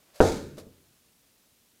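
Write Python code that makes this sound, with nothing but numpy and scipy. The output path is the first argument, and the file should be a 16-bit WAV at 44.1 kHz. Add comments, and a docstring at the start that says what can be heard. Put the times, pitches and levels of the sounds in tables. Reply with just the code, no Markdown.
"""Clothes rustle faintly over room tone and the hiss of a small microphone, both filtered noise.
Hands brush off a heavy rubber ball: filtered random ticks. It lands on artificial turf with a hollow
thud, a short force ringing ball and floor as decaying sines, and the walls of a bare gym answer in
sparse echoes and a tail. The landing sprays the turf, a hiss of denser-than-hearing ticks that fades.
Palms then rub and slap the ball at the catch: more skin ticks and two much weaker blows."""
import sys
import numpy as np
from scipy import signal
from scipy.fft import rfft, irfft
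from scipy.io import wavfile
from scipy.ndimage import uniform_filter1d

SR = 44100
rng = np.random.default_rng(int(sys.argv[2]) if len(sys.argv) > 2 else 0)


def rack_gain(trim_db):
    """Turn a fader trim in dB into the linear factor to multiply a signal by."""
    fader = np.asarray(trim_db, float)
    return 10 ** (fader / 20)


def generate_wav(signal):
    """Clip the signal to [-1, 1] and save it as 16-bit WAV at the path in sys.argv[1]."""
    frames = np.transpose(np.atleast_2d(signal))
    scaled = np.clip(frames, -1, 1) * 32767
    pcm = np.round(scaled).astype(np.int16)
    wavfile.write(sys.argv[1], SR, pcm)


N = 79380  # 1.8 s


def evened(x):
    """Scales a signal to an rms of 1."""
    return x / np.sqrt(np.mean(x ** 2) + 1e-20)


def read_curve(points, hz):
    """Reads a curve of (f/Hz, value) points along a logarithmic frequency axis."""
    f, value = np.transpose(points)
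    return np.interp(np.log(hz + 1), np.log(f + 1), value)


def add(mix, start_s, sound):
    """Lays a sound into the mix in place, cut off at the mix's end."""
    part = mix[round(start_s * SR):][:len(sound)]
    part += sound[:len(part)]


def coloured(x, spectrum):
    """Filters x by a spectrum and evens its level."""
    gain = rack_gain(read_curve(spectrum, np.fft.rfftfreq(len(x), 1 / SR)))
    return evened(irfft(rfft(x) * gain, len(x)))


def grains(per_s, spread_db):
    """Dense random ticks of uneven size, as from many tiny contacts."""
    size = rack_gain(spread_db * np.minimum(rng.exponential(1, N), 4))
    present = rng.random(N) < per_s / SR
    return size * rng.standard_normal(N) * present


def swell(start_s, rise_s, hold_s, t60_s):
    """Envelope: squared rise, hold, then exponential fall."""
    t = np.arange(N) / SR - start_s
    rise = np.clip(t / rise_s, 0, 1) ** 2
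    return rise * rack_gain(-60 * np.maximum(t - rise_s - hold_s, 0) / t60_s)


def ring(modes):
    """Decaying sines of a struck body."""
    t = np.arange(SR) / SR
    return sum(rack_gain(db - 60 * t / t60) * np.sin(2 * np.pi * hz * t) for hz, db, t60 in modes)


# slow fade of the clothes: (t/s, level/dB)
RUSTLE_FADE = [(0.0, -68.5), (1.8, -81.5)]
# tone of the cloth: (f/Hz, level/dB)
CLOTH_TONE = [(150, -22), (300, -5.5), (600, -4), (1000, -6.5), (2000, -11), (5000, -15), (12000, -32)]


def clothes():
    """Cloth rubbing on cloth: filtered noise that fades while its level wavers in random lumps."""
    t, level_db = np.transpose(RUSTLE_FADE)
    lumps = evened(uniform_filter1d(rng.standard_normal(N), 900))  # smoothed over about 20 ms
    env = rack_gain(np.interp(np.arange(N) / SR, t, level_db) + 2.3 * lumps)
    return env * coloured(rng.standard_normal(N), CLOTH_TONE)


# tone of the quiet room and the small microphone: (f/Hz, level/dB)
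HISS_TONE = [(18, -46.5), (30, -11), (85, -8.5), (168, -7.5), (230, -5.5), (378, -11.5), (419, -11.5),
             (784, -18), (1250, -19), (1630, -18.5), (2970, -15.5), (15400, -17.5)]


def room_tone_and_hiss():
    """Steady filtered noise of the room's air and the microphone."""
    hiss_db = -64.5
    return rack_gain(hiss_db) * coloured(rng.standard_normal(N), HISS_TONE)


# skin rubbing on the ball's surface: (start t/s, rise t/s, level/dB, t60/s)
RUBS = [(0.123, .035, -51.5, 0.49), (.567, 0.0055, -53, 0.085), (0.577, 0.0062, -46, 0.084),
        (0.594, 0.0049, -54.5, 0.12)]
# tone of skin on rubber: (f/Hz, level/dB)
SKIN_TONE = [(350, -33), (600, -4.5), (820, -21), (2430, -20.5), (3140, -22.5), (4410, -18.5), (5340, -22),
             (12500, -28), (15400, -35.5)]


def hands():
    """Palms slide off the ball at the throw and close on it at the catch: swells of tiny ticks."""
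    env = sum(rack_gain(db) * swell(start, rise, 0, t60) for start, rise, db, t60 in RUBS)
    return env * coloured(grains(per_s=12000, spread_db=-4.5), SKIN_TONE)


# how long the bare gym rings in each band: (f/Hz, t60/s)
ROOM_DECAY = [(50, 0.67), (130, 1.0), (250, 0.7), (400, 0.66), (700, 0.35), (1200, .55), (2500, 0.77),
              (6000, .55), (14000, .45)]
# tone of the gym's tail as it starts: (f/Hz, level/dB)
ROOM_COLOUR = [(40, -4.5), (100, -1), (200, 2), (400, 2.5), (800, 4.5), (1500, -2.5), (3000, 1),
               (15000, 0.5)]


def room(x):
    """Reverberant tail: sparse reflections of random sign, each band dying at its own speed."""
    fade_in_s = 0.0049  # the tail is silent this long, then rises over as long again
    taps = np.zeros(2 * SR)
    slots = np.arange(0, 2 * SR - 20, 20)  # one reflection in every 20 samples
    taps[slots + rng.integers(0, 20, len(slots))] = rng.choice([-1., 1.], len(slots))
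    hz, t, bands = signal.stft(taps, SR, nperseg=1024)
    decay_db = 60 * t / read_curve(ROOM_DECAY, hz)[:, None]
    bands = bands * rack_gain(read_curve(ROOM_COLOUR, hz)[:, None] - decay_db)
    tail = signal.istft(bands, SR, nperseg=1024)[1][:2 * SR]
    tail = tail * np.clip(np.arange(2 * SR) / SR / fade_in_s - 1, 0, 1) / 20
    return signal.fftconvolve(x, tail)[:N]


# blows on the ball, the landing and then the palms; levels are relative:
# (t/s, strength level/dB, contact t/s, floor thump level/dB, room send level/dB against the blow)
BLOWS = [(0.2038, -1, .0009, -3.5, 4.5), (0.579, -36, .0012, -36, 7), (0.667, -43, 0.00223, -8.5, -4)]
# the ball's shell and air, levels against each other: (f/Hz, level/dB, t60/s)
BALL_MODES = [(386.7, -7, 0.12), (460, 1.5, 0.11), (512, -3.5, 0.15), (572, -2, 0.2), (644, 0.5, 0.13),
              (792, -31.5, .1), (910.6, -6.5, 0.15), (1065, -6, 0.12), (1300, -8, .06), (1540, -2, 0.026),
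              (1740, -26.5, .08), (2050, -21.5, .08)]
# the floor under the turf, levels against each other: (f/Hz, level/dB, t60/s)
FLOOR_MODES = [(57, -30, .5), (94.8, -8, 0.14), (144.6, -16.5, 0.4), (218.6, -21.5, 0.15)]


def ball():
    """A sine-squared force pushes the air and rings ball and floor; gives near sound and room send."""
    push_db = 8  # the bare push of air at contact, against the force
    near, send = np.zeros(N), np.zeros(N)
    for start, db, contact_s, thump_db, send_db in BLOWS:
        t = np.arange(400) / SR
        force = np.sin(np.pi * np.clip(t / contact_s, 0, 1)) ** 2
        body = 0.14 * ring(BALL_MODES) + rack_gain(thump_db) * ring(FLOOR_MODES)
        hit = signal.fftconvolve(force / force.sum(), body)
        # the push of air is followed by a weaker pull
        hit[:400] += rack_gain(push_db) * (force - .5 * np.roll(force, round(contact_s * SR)))
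        add(near, start, rack_gain(db) * hit / 2)
        add(send, start, rack_gain(db + send_db) * hit / 2)
    return first_echoes(near), send


# first echoes from walls and ceiling: (delay t/s, gain as a factor)
ECHOES = [(.0032, 0.31), (.0052, 0.69), (0.0095, 0.31), (0.0138, 0.4), (.021, .3), (.033, 0.17)]


def first_echoes(x):
    """The direct sound plus single reflections, each a delayed and weaker copy."""
    walls = np.zeros(SR // 10)
    walls[0] = 1
    for delay, gain in ECHOES:
        walls[round(delay * SR)] = gain
    return signal.fftconvolve(x, walls)[:N]


# tone of the turf blades and crumbs: (f/Hz, level/dB)
TURF_TONE = [(1290, -33.5), (2200, -1), (2850, -12.5), (3120, -7), (3790, -2), (5340, -5.5), (5750, -6),
             (6180, -3.5), (13200, -19.5), (15400, -22.5)]


def spray():
    """Crumbs and plastic blades thrown up by the landing hiss on: dense ticks, held and then fading."""
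    env = swell(start_s=.2045, rise_s=0.0049, hold_s=0.074, t60_s=0.52)
    level_db = -37.5
    return rack_gain(level_db) * env * coloured(grains(per_s=11000, spread_db=-2.5), TURF_TONE)


def scene():
    """Sums the near sounds and the gym's tail into one channel."""
    rustle, skin = clothes(), hands()
    thud, thud_send = ball()
    turf = spray()
    tail = room(thud_send + rack_gain(-19) * turf + rack_gain(-23.5) * skin)
    return (rustle + skin + thud + turf + tail)[None]


def low_pass(x):
    """Removes everything above the highest recorded frequency."""
    return signal.sosfilt(signal.butter(12, 15530, fs=SR, output="sos"), x)


def record(dry):
    """Adds the room tone and microphone hiss to the scene."""
    mix = dry + room_tone_and_hiss()
    return low_pass(mix)


dry = scene()
out = record(dry)
generate_wav(out)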